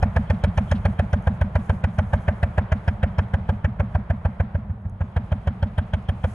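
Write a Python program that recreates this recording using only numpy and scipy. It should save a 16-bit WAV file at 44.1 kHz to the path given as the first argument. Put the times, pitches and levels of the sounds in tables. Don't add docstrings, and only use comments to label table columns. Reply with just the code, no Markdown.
import sys
import numpy as np
from scipy import signal
from scipy.fft import rfft, irfft
from scipy.io import wavfile
from scipy.ndimage import uniform_filter1d

SR = 44100
rng = np.random.default_rng(int(sys.argv[2]) if len(sys.argv) > 2 else 0)


def wav_record(signal):
    frames = np.transpose(np.atleast_2d(signal))
    bounded = np.clip(frames, -1, 1)
    quanta = np.round(bounded * 32767).astype(np.int16)
    wavfile.write(sys.argv[1], SR, quanta)


def voltage_ratio(level):
    return 10 ** (np.asarray(level, float) / 20)


N = 279594

# f/Hz, width/Hz, level/dB
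SHELL = [(3180, 140, 1), (4380, 200, -3), (5190, 200, -1), (5890, 200, -3), (6540, 200, -5),
         (10000, 900, -10)]
# t/s, time between firings/ms
GOVERNOR = [(0, 136.7), (.5, 138.1), (1, 139.2), (1.25, 141.4), (1.55, 141.4), (1.85, 146.5), (2.4, 149.9),
            (2.7, 148.8), (2.9, 153), (3.5, 153.6), (4.1, 150.6), (4.45, 146.7), (4.85, 157.8), (5.2, 154),
            (5.8, 154.2), (6.1, 152)]
RECEDES_S = 3.


def level(x, db):
    return x * voltage_ratio(db) / np.sqrt(np.mean(x ** 2))


def colour(x, shape):
    hz, db = np.transpose(shape)
    log_f = np.log(np.fft.rfftfreq(N, 1 / SR) + 1)
    gain = voltage_ratio(np.interp(log_f, np.log(hz), db, -90, -90))
    return level(irfft(rfft(x) * gain, N), 0)


def walk(rate):
    k = int(SR / rate)
    held = np.repeat(rng.standard_normal(N // k + 1), k)
    return 0.66 * uniform_filter1d(uniform_filter1d(held, k), k)[:N]


def add(out, s, piece):
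    i = int(s * SR)
    a, b = np.clip([i, i + len(piece)], 0, N)
    out[a:b] += piece[a - i:b - i]


def drive(s):
    # t/s, shaking/dB, clear path/dB, intake draught/dB
    ground = [(0, 0.5, -1.5, 1.2), (0.551, -0.7, 3.5, 2), (1.2, -0.9, -1, 0.3), (1.85, -3.5, -2, -2.5),
              (2.3, -1.6, -0.5, -4.5), (2.749, -2.5, -0.4, -3.5), (3.3, -2.5, -2.5, -4.5),
              (3.649, -5.5, -6, -3), (4.4, -5, -11.5, -5.5), (4.93, -15, -13.5, -5.5),
              (5.03, -7.5, -11, -7), (5.2, -3.5, -2.5, -5.5), (5.6, -3.5, -4.1, -5),
              (6.1, -3.5, -3.5, -6.5), (6.34, 1.5, -3.5, -7)]
    at, *curves = np.transpose(ground)
    return [np.interp(s, at, c) for c in curves]


def firings():
    # t/s, thump lost/dB, gas lost/dB
    misses = [
        (4.545, 1.9, 5.5),
        (4.694, 6, 21),
        (4.848, 8.4, 20),
        (5.005, 2.6, 5.8),
    ]
    # t/s, bark gain/dB, rasp gain/dB, crack gain/dB
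    odd_ones = [(.02, 2.5, -1, 2.9), (.16, 0.5, 4, 0.5), (.44, 1.5, 0.4, 5.5), (.71, -0.2, 0.6, 4),
                (1.13, -1, 0.3, 2), (1.41, -3.5, -0.6, 0.3), (1.69, -2.5, 0.6, -1.2),
                (1.84, -3.5, -0.5, 1.3), (2.13, 1, 1.1, 0), (2.28, 1.6, 2, -0.2), (2.43, -0.5, 2, 0.8),
                (2.58, 1.5, 3.5, -0.2), (2.72, -0.6, 2.5, 0), (2.88, -3, 1.5, 1.3), (3.03, -2.1, 0, 1.7),
                (3.18, 0.4, -0.3, 2.5), (3.33, -4.5, 0.4, .1), (3.49, -1.1, -3, 0.1),
                (3.64, -4.5, 0.7, -1.1), (3.95, -0.3, -2.1, 1), (4.1, -2, 0.2, -0.2), (4.25, 0.1, -4, 1.5),
                (5.32, -0.3, -3, -2.3), (5.78, .1, 3, 0.2), (5.93, 1.8, 2.5, 1.9), (6.24, 5, 2.3, -1)]
    first_s = .0238
    times = [first_s - .136, first_s]
    while times[-1] < N / SR - .16:
        times.append(times[-1] + np.interp(times[-1], *np.transpose(GOVERNOR)) / 1000)
    s = np.array(times)

    def nearest(at):
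        return np.abs(s - at).argmin()

    s[nearest(2.726)] -= .0092
    lost, odd = np.zeros((2, len(s))), np.zeros((3, len(s)))
    for at, *db in misses:
        lost[:, nearest(at)] = db
    for at, *db in odd_ones:
        odd[:, nearest(at)] = db

    far = np.maximum(s - RECEDES_S, 0)
    _, clear_db, draught_db = drive(s)
    thump_db = -10 - .65 * far - lost[0]
    intake_db = -22.7 + draught_db - 0.59 * lost[0]
    gas_db = np.array([-25.5 - 2 * far, -32 - 2 * far, -52 + clear_db])
    gas_db = gas_db + odd - lost[1] + 0.6 * rng.standard_normal((len(s), 3)).T
    return np.array([s, thump_db, intake_db, *gas_db]).T


def ring(delay_ms, start_hz, end_hz, glide_ms, swell_ms):
    u = np.maximum(np.arange(SR // 4) / SR * 1000 - delay_ms, 0)
    glide = (start_hz - end_hz) * glide_ms * (1 - np.exp(-u / glide_ms))
    turns = (end_hz * u + glide) / 1000
    swell = (u / swell_ms) ** 2 * np.exp(2 - 2 * u / swell_ms)
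    return swell * np.sin(2 * np.pi * turns)


def thump(thump_db, weak):
    # delay/ms, start f/Hz, end f/Hz, glide/ms, swell/ms, size
    blowdown = [
        (0, 146, 30, 14.5, 8.3, 1.04),
        (8.4, 137, 87, 11, 11.8, -.38),
    ]
    (*first, a), (*second, b) = blowdown
    waves = a * (1 - .3 * weak) * ring(*first) + b * (1 + weak) * ring(*second)
    return voltage_ratio(thump_db + .6) * waves


def add_intake(low, s, ring_db, slow, weak, chance):
    # delay/ms, start f/Hz, end f/Hz, glide/ms, swell/ms, size, turn-time power of delay, of pitch drop
    intake = [
        (27.2, 262, 139, 37.6, 18.5, 1., .3, -.35),
        (23.3, 268, 30, 31.7, 15.5, -.55, 0, 0),
        (48.7, 105, 77, 97, 16.2, .95, 1.24, -1),
        (65.7, 30, 131, 13, 10.1, -.95, .6, .24),
        (88.3, 178, 128, 75, 17.2, .22, 1.24, -.7),
    ]
    for (ms, hi, lo, glide, swell, size, drag, sag), (late, sharp, strong) in zip(intake, chance):
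        tune = (1 + .008 * sharp) / slow ** sag
        size = size * (1 - .9 * weak * (hi > 150))
        delay = ms * slow ** drag + .25 * late
        add(low, s, size * voltage_ratio(ring_db + 1.2 * strong) * ring(delay, hi * tune, lo * tune, glide, swell))


def puff(rise_ms, hold_ms, fall_ms):
    u = np.arange(SR // 12) / SR * 1000
    rise = np.sin(np.pi / 2 * np.minimum(u / rise_ms, 1)) ** 2
    return rise * np.exp(-np.maximum(u - hold_ms, 0) / fall_ms)


def burst(noise, s, shape, db):
    i = max(int(s * SR), 0)
    piece = np.resize(noise[i:], len(shape)) * shape
    return piece * voltage_ratio(db) / np.sqrt(np.mean(piece[:int(.018 * SR)] ** 2))


def pipe(modes, lo_hz, hi_hz):
    white = rng.standard_normal(N + SR)
    y = 0
    for k, (hz, width, db) in enumerate(modes):
        y = y + (-1) ** k * voltage_ratio(db) * signal.lfilter(*signal.iirpeak(hz, hz / width, SR), white)
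    return signal.sosfilt(signal.butter(4, [lo_hz, hi_hz], "band", fs=SR, output="sos"), y)[:N]


def gas_noises():
    # f/Hz, width/Hz, level/dB
    stack_low = [(576.7, 100, 1.5), (718, 98, 0), (832, 134, -2.5)]
    stack_high = [(1330, 180, -9.5), (1616, 252, 4), (2410, 230, -9), (3173, 130, -16.5)]
    # f/Hz, level/dB per Hz
    crack = [(2800, -34.5), (3600, 11.5), (5000, 0), (7300, -5.5), (10000, -4.5), (11500, -17),
             (12500, -28.5), (15700, -41)]
    ragged = voltage_ratio(2.4 * walk(250))
    bark = ragged * pipe(stack_low, 367, 1380)
    throat = ragged * pipe(stack_high[:2], 996, 2850)
    mouth = ragged * pipe(stack_high[2:], 2100, 3800)
    hiss = colour(rng.standard_normal(N), crack)
    modes = [level(pipe([mode], mode[0] / 1.15, mode[0] * 1.15), mode[2]) for mode in SHELL]
    steel = colour(rng.standard_normal(N), [(1800, -23.5), (2600, 5.5), (3600, 2.0), (6000, -17.5)])
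    return bark, throat, mouth, hiss, np.array(modes), steel


def add_gas(gas, noises, s, levels_db, slow, shell_chance, steel_chance):
    bark, throat, mouth, hiss, shell, steel = noises
    bark_db, rasp_db, crack_db = levels_db
    plate = shell[0]
    start = max(int(s * SR), 0)
    at = slice(start, start + SR // 10)
    clang = hiss[at] + .4 * voltage_ratio(5.5 * shell_chance) @ shell[:, at]
    bright = voltage_ratio(.7 * (crack_db - rasp_db + 21))
    rasp = throat[at] + bright * mouth[at]
    opening = bark[at] + rasp + 0.027 * bright * plate[at]
    plate_db = crack_db + 1 + 2.5 * max(s - RECEDES_S, 0) + 1.9 * shell_chance[-1]

    add(gas, s - .007, burst(opening, 0.045, puff(2.7, 7.3, 2.1), bark_db - 24))
    add(gas, s - .003, burst(bark, s, puff(13, 14, 5.5), bark_db))
    add(gas, s - .002, burst(rasp, 0, puff(10, 13, 5.5), rasp_db))
    add(gas, s + .0016, burst(clang, 0, puff(1.6, 4, 3) + .5 * puff(2.5, 9, 7), crack_db + 1))
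    add(gas, s - .006, burst(plate, s, puff(18, 15.2, 5.5), plate_db))
    add(gas, s - .038, burst(plate, s / 2, puff(4, 24, 13), crack_db - 18.5 + 4.4 * shell_chance[-2]))
    add(gas, s + .036 * slow, burst(steel, s, puff(12, 16, 15), crack_db - 12 + 3 * steel_chance))


def engine():
    low, gas = np.zeros((2, N))
    rows = firings()
    gaps_s = np.diff(rows[:, 0], append=rows[-1, 0] + .153)
    turns = signal.medfilt(gaps_s / .145 - 1, 5) + 1
    noises = gas_noises()
    for (s, thump_db, ring_db, *gas_db), slow in zip(rows, turns):
        weak = np.clip((-12 - thump_db) / 9, 0, .8)
        ring_chance = rng.standard_normal((5, 3))
        shell_chance = rng.standard_normal(len(SHELL))
        add(low, s, thump(thump_db, weak))
        add_intake(low, s, ring_db, slow, weak, ring_chance)
        add_gas(gas, noises, s, gas_db, slow, shell_chance, ring_chance[0, 2])
    return low, gas


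def spread(shape, wide_db, grain_db=0.):
    mid, side = (colour(rng.standard_normal(N) * voltage_ratio(grain_db * walk(300)), shape) for _ in range(2))
    side = signal.sosfilt(signal.butter(2, 900, "high", fs=SR, output="sos"), side)
    return mid + voltage_ratio(wide_db) * side * np.array([[1], [-1]])


def wood(gas, t60=0.99, wet_db=-14):
    # f/Hz, level/dB per Hz
    wash = [(300, -27), (450, -7), (600, 8), (900, 0), (1500, -4), (2200, -8.5), (3000, -31), (4200, -33.5),
            (6500, -53.5)]
    t = np.arange(SR) / SR
    shape = (np.minimum(t / 0.0042, 1) * voltage_ratio(-60 * t / t60)) ** 2
    power = signal.fftconvolve(gas ** 2, shape / shape.sum())[:N]
    return voltage_ratio(wet_db) * np.sqrt(np.abs(power)) * spread(wash, -1.5, 0.73)


def bed():
    # t/s, gain/dB, half length/s
    gusts = [
        (0, 3.5, 0.095),
        (0.711, 7.5, .2),
        (1.664, 10, .18),
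        (2.139, 6.5, 0.41),
        (5.35, 4, .15),
        (6.36, 9, .22),
    ]
    t = np.arange(N) / SR
    shake_db = drive(t)[0]
    gust_db = sum(db * np.maximum(1 - np.abs(t - s) / half, 0) for s, db, half in gusts)
    fast_ms = np.maximum(141.4 - np.interp(t, *np.transpose(GOVERNOR)), 0)
    gear_db = -46.5 + 0.34 * shake_db - np.maximum(t - RECEDES_S, 0)
    leaf_db = -72.5 + 1.5 * shake_db + gust_db
    rumble_db = -34 + 0.98 * fast_ms
    return gear_db, leaf_db, rumble_db, -66.5 + shake_db


def meadow():
    # f/Hz, level/dB per Hz
    gear_shape = [(250, -1), (400, 0.5), (600, 3.5), (900, 1.5), (1500, -8), (2200, -19), (2800, -30.5),
                  (4000, -33.5)]
    tin_shape = [(1800, -26.5), (2400, 1), (3300, -7.5), (4200, -14), (5200, -19.5), (6500, -29)]
    leaf_shape = [(3000, -19), (4500, -10), (6500, -1.5), (7500, -6), (10300, -3.5), (11600, -10),
                  (12300, -14.5), (15500, -22.5)]
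    rumble_shape = [(20, -15.5), (45, 2.5), (100, 3.5), (150, -6.5), (210, 2), (260, -30.5), (320, -33.5)]
    gear_db, leaf_db, rumble_db, tin_db = bed()
    gear = voltage_ratio(gear_db + 1 + 1.2 * walk(20)) * spread(gear_shape, -1.2, 1.2)
    tin = voltage_ratio(tin_db + 2 + 2 * walk(12)) * spread(tin_shape, -1.2, .8)
    plate = voltage_ratio(tin_db - 7 + 5 * walk(18)) * level(pipe(SHELL[:1], 2900, 3500), 0)
    leaves = voltage_ratio(leaf_db - 3 + 3.7 * walk(36)) * spread(leaf_shape, -1.5, 2.3)
    rumble = voltage_ratio(rumble_db - 2.5 + 3.9 * walk(10)) * spread(rumble_shape, -2.0)
    return gear + tin + plate + leaves + rumble


def small_sounds():
    # t/s, peak level/dB
    twigs = [
        (1.2246, -50.5),
        (2.934, -59),
        (4.821, -67),
        (4.897, -50.5),
    ]
    # t/s, length/s, start f/Hz, end f/Hz, level/dB
    peep = (5.025, .06, 7000, 6500, -80)
    out = np.zeros(N)
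    t = np.arange(200) / SR
    tones = np.sin(2 * np.pi * 10200 * t) + 0.86 * np.sin(2 * np.pi * 6400 * t)
    tick = np.minimum(t / .0003, 1) * np.exp(-t / 0.00055) * tones
    for s, db in twigs:
        add(out, s, voltage_ratio(db) * tick)
    s, length, start_hz, end_hz, db = peep
    u = np.arange(int(length * SR)) / SR
    turns = start_hz * u + (end_hz - start_hz) * u ** 2 / length / 2
    add(out, s, voltage_ratio(db) * np.sin(np.pi * u / length) * np.sin(2 * np.pi * turns))
    return out


def scene():
    low, gas = engine()
    f = np.minimum(np.fft.rfftfreq(N, 1 / SR), 2360)
    lead = np.exp(np.array([[1j], [-1j]]) * np.pi * f * .00009)
    ports = irfft(rfft(low + gas) * lead, N)
    return ports + wood(gas) + meadow() + small_sounds()


def band_limit(x):
    return signal.sosfilt(signal.butter(12, 15700, fs=SR, output="sos"), x)


def record(dry):
    x = dry * voltage_ratio(np.array([[-0.65], [0.65]]) / 2)
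    f = np.fft.rfftfreq(N, 1 / SR)
    mid, side = rfft(x[0] + x[1]) / 2, rfft(x[0] - x[1]) / 2
    treble = f > 6440
    mid = mid + 0.37 * np.abs(side) * treble * mid / (np.abs(mid) + 1e-12)
    side = side * np.where(treble, .5, 1) * np.interp(f, [10500, 12000], [1, .3])
    dim_top = np.interp(f, [11300, 12300], [1, .3]) * (f < 15700)
    bass_cut = f / np.hypot(f, 8.5)
    x = irfft(np.array([mid + side, mid - side]) * dim_top * bass_cut, N)
    x = x + voltage_ratio(-101 + 3.5 * walk(12)) * rng.standard_normal(N)
    return band_limit(x)


dry = scene()
out = record(dry)
wav_record(out)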